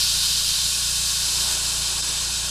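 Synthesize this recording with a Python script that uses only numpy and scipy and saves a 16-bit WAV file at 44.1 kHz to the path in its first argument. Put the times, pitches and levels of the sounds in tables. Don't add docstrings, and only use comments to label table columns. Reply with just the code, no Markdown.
import sys
import numpy as np
from scipy import signal
from scipy.fft import rfft, irfft
from scipy.io import wavfile
from scipy.ndimage import uniform_filter1d

SR = 44100
rng = np.random.default_rng(int(sys.argv[2]) if len(sys.argv) > 2 else 0)


def store_pcm(level_fs):
    pcm = np.round(np.clip(level_fs, -1, 1) * 32767).astype(np.int16)
    wavfile.write(sys.argv[1], SR, np.atleast_2d(pcm).T)


def undo_db(level):
    steps = np.asarray(level, float) / 20
    return 10 ** steps


N = 110250

# time_s, level_db
JET_COURSE = [(0, -23.3), (.1, -24), (.2, -24.8), (.24, -23.3), (.28, -24.8), (.5, -25), (.68, -25.8),
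              (.8, -26.8), (1.17, -26.8), (1.3, -26), (1.49, -26), (1.56, -28), (1.82, -28), (2.1, -28.6),
              (2.5, -29.6)]
# frequency_hz, density_db (relative)
JET_COLOUR = [(120, -55), (200, -21.5), (370, -22), (540, -24), (1090, -17), (1670, -17), (2070, -16.5),
              (3120, -7), (4780, -2.5), (6000, -6), (8000, -8), (9600, -10), (11000, -12.5), (12200, -18.5),
              (14300, -25.5)]
# frequency_hz, follow_db_per_db
JET_FOLLOW = [(300, -0.27), (1500, 0.35), (2800, 0.37), (4500, 1.5), (6500, .5), (9000, .5), (11000, 1.3),
              (14000, 1.5)]
# time_s, gain_db
TREBLE_GAIN = [(0, -0.5), (.3, 0), (.6, 0.5), (1.0, 1.6), (1.4, 1.0), (1.7, .5), (2.1, -0.5), (2.5, 0)]
# frequency_hz, gain_db
DROPOUT_GAIN = [(300, -9), (2600, -10), (3500, -2.5), (7500, -3), (10000, -8), (14000, -9)]
# frequency_hz, density_db (relative)
ROAR_COLOUR = [(180, -20), (330, 1), (500, -6.5), (900, 2.5), (1500, -2.5), (2300, -4.5), (3200, -8),
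               (4500, -23)]
# frequency_hz, width_hz, gain_db
PATH_PEAKS = [(610, 57, 4), (710, 33, -7), (1103, 76, 5.5), (1224, 81, -6.5), (1473, 80, 7), (1590, 39, -4),
              (1642, 62, 7), (2065, 260, -6), (2334, 26, -1.5), (2570, 66, 5.5), (2780, 250, -0.5),
              (3188, 94, 6.5), (3280, 120, -4.5), (3440, 58, -7.5), (3628, 83, 8), (3720, 56, -6.5),
              (3887, 60, 5.5), (3960, 40, -2.5), (3970, 44, 4), (4190, 41, 6), (4410, 33, 3),
              (4590, 90, -5.5), (4720, 146, 3.5), (4980, 60, -2), (5100, 100, 2), (5870, 80, -1),
              (5860, 80, 1.5), (6000, 60, -5), (6210, 180, 2), (6940, 80, -0.5), (7330, 90, 5),
              (7800, 200, 2.5), (9100, 160, 2.5), (10400, 70, 2.5), (10640, 130, -6.5), (10700, 120, 4.5),
              (11460, 170, -2), (13800, 240, 7.5)]
# time_s, level_db
WHISTLE_COURSE = [(0, -44), (.8, -43), (1.4, -36), (1.7, -36), (1.98, -32.5), (2.15, -37), (2.5, -38)]
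# frequency_hz, width_hz, level_db (relative)
WHISTLE_BANDS = [(5220, 86, -1), (7740, 270, 0.5), (9050, 150, -3), (10000, 100, -3), (10700, 84, -4)]
CYLINDER_LEVELS = [0.6, -0.9, 0.2, -0.5]
# time_s, gain_db
WEAK_FIRINGS = [(.515, -18), (1.89, -2), (2.165, -1)]
# frequency_hz, t60_s, level_db (relative), signed_gain (polarity)
BOOMS = [(29, 0.2, -31, 1), (56.6, 0.23, -1.5, -1.4), (84.4, .1, -0.5, 0.83), (120, 0.11, -5, 1),
         (144.8, 0.15, -5.5, 1), (174, 0.15, -6, 1)]
# frequency_hz, density_db (relative)
RUMBLE_COLOUR = [(6, 8), (20, -2), (40, -6), (100, -16), (180, 3), (230, -31), (400, -33)]

JET_TRIM_DB, TREBLE_FROM_HZ = 3, 5800
FLICKER_DB, FLUTTER_DB = .5, .3
DROPOUT_S, DROPOUT_LENGTH_S = 2.018, .008
ROAR_S, ROAR_RISE_S, ROAR_FALL_DB_PER_S = 1.13, 0.12, 4
ROAR_DB = -39.5
FIRING_HZ, FIRST_FIRING_S = 29.16, .001
SCATTER_DB, JITTER_S = 1.6, 0.0006
BOOM_LAG_S_PER_HZ = 0.000121
BOOM_LOW_HZ, BOOM_TOP_HZ = 26, 192.6
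BOOM_DB, RUMBLE_DB = -38.5, -51
RECORDER_TOP_HZ = 14190


def level(x, db):
    return x * undo_db(db) / np.sqrt(np.mean(x ** 2))


def curve(rows, t):
    return np.interp(t, *np.array(rows, float).T)


def colour(rows, hz):
    rows = np.array(rows, float)
    return np.interp(np.log(np.maximum(hz, 1)), np.log(rows[:, 0]), rows[:, 1])


def noise(rows):
    gain = undo_db(colour(rows, np.fft.rfftfreq(N, 1 / SR)))
    spectrum = rfft(rng.standard_normal(N)) * gain
    return level(irfft(spectrum, N), 0)


def walk(rate_hz):
    hold = int(SR / rate_hz)
    steps = np.repeat(rng.standard_normal(N // hold + 1), hold)
    smooth = uniform_filter1d(uniform_filter1d(steps, hold), hold)
    return 1.31 * smooth[:N]


def jet(t):
    hz = np.fft.rfftfreq(N, 1 / SR)
    spectrum = rfft(noise(JET_COLOUR))
    course = curve(JET_COURSE, t)
    swing = course - course.mean()
    flutter = FLUTTER_DB * walk(24.14)
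    out = 0
    for centre_hz in 200 * 2 ** (np.arange(20) / 3):
        share = np.clip(1 - np.abs(3 * np.log2(np.maximum(hz, 1) / centre_hz)), 0, 1)
        band = irfft(spectrum * share, N)
        gain_db = colour(JET_FOLLOW, centre_hz) * swing + flutter + FLICKER_DB * walk(18)
        if centre_hz > TREBLE_FROM_HZ:
            gain_db = gain_db + curve(TREBLE_GAIN, t)
        out = out + band * dropout(t, centre_hz) * undo_db(gain_db)
    return out * undo_db(course.mean() + JET_TRIM_DB)


def roar(t):
    since = np.maximum(t - ROAR_S, 0)
    rise = 1 - np.exp(-since / ROAR_RISE_S)
    level_db = ROAR_DB - ROAR_FALL_DB_PER_S * since + 1.2 * walk(10.12)
    return noise(ROAR_COLOUR) * rise * undo_db(level_db)


def dropout(t, hz):
    bell = np.exp(-((t - DROPOUT_S) / DROPOUT_LENGTH_S) ** 2)
    return undo_db(colour(DROPOUT_GAIN, hz) * bell)


def path(x):
    hz = np.fft.rfftfreq(N, 1 / SR)
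    db = sum(gain / (1 + (2 * (hz - centre) / width) ** 2) for centre, width, gain in PATH_PEAKS)
    return irfft(rfft(x) * undo_db(db - db.mean()), N)


def whistle(t):
    hz = np.fft.rfftfreq(N, 1 / SR)
    shape = sum(undo_db(db) / (1 + (2 * (hz - centre) / width) ** 2) for centre, width, db in WHISTLE_BANDS)
    bands = level(irfft(rfft(rng.standard_normal(N)) * shape, N), 0)
    return bands * undo_db(curve(WHISTLE_COURSE, t) + 1.0 * walk(12.1))


def firings(lead):
    k = np.arange(-16, 80)
    strength_chance, timing_chance = rng.standard_normal((len(k), 2)).T
    at = FIRST_FIRING_S + k / FIRING_HZ
    db = SCATTER_DB * strength_chance + np.array(CYLINDER_LEVELS)[k % 4]
    db = db + sum(gain * (np.abs(at - s) < .5 / FIRING_HZ) for s, gain in WEAK_FIRINGS)
    pulses = np.zeros(N + 2 * lead)
    pulses[((at + JITTER_S * timing_chance) * SR).astype(int) + lead] = undo_db(db)
    return pulses


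def boom_ring():
    u = np.arange(SR) / SR
    ring = 0
    for hz, t60, db, sign in BOOMS:
        late = np.maximum(u - BOOM_LAG_S_PER_HZ * hz, 0)
        decay = np.exp(-np.log(1000) * late / t60)
        ring = ring + sign * undo_db(db) * decay * np.sin(2 * np.pi * hz * late)
    return ring


def engine():
    lead = SR
    rung = signal.fftconvolve(firings(lead), boom_ring())
    band = signal.butter(4, [BOOM_LOW_HZ, BOOM_TOP_HZ], "band", fs=SR, output="sos")
    boom = signal.sosfilt(band, rung)[lead:lead + N]
    return level(boom, BOOM_DB) + noise(RUMBLE_COLOUR) * undo_db(RUMBLE_DB)


def scene():
    t = np.arange(N) / SR
    valves = path(jet(t) + dropout(t, 1000) * roar(t))
    return np.tile(valves + whistle(t) + engine(), (2, 1))


def top_cut(x):
    return signal.sosfilt(signal.butter(12, 14730, fs=SR, output="sos"), x)


def record(dry):
    low_pass = signal.ellip(10, .1, 60, RECORDER_TOP_HZ, fs=SR, output="sos")
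    mix = signal.sosfiltfilt(low_pass, dry)
    return top_cut(mix)


dry = scene()
out = record(dry)
store_pcm(out)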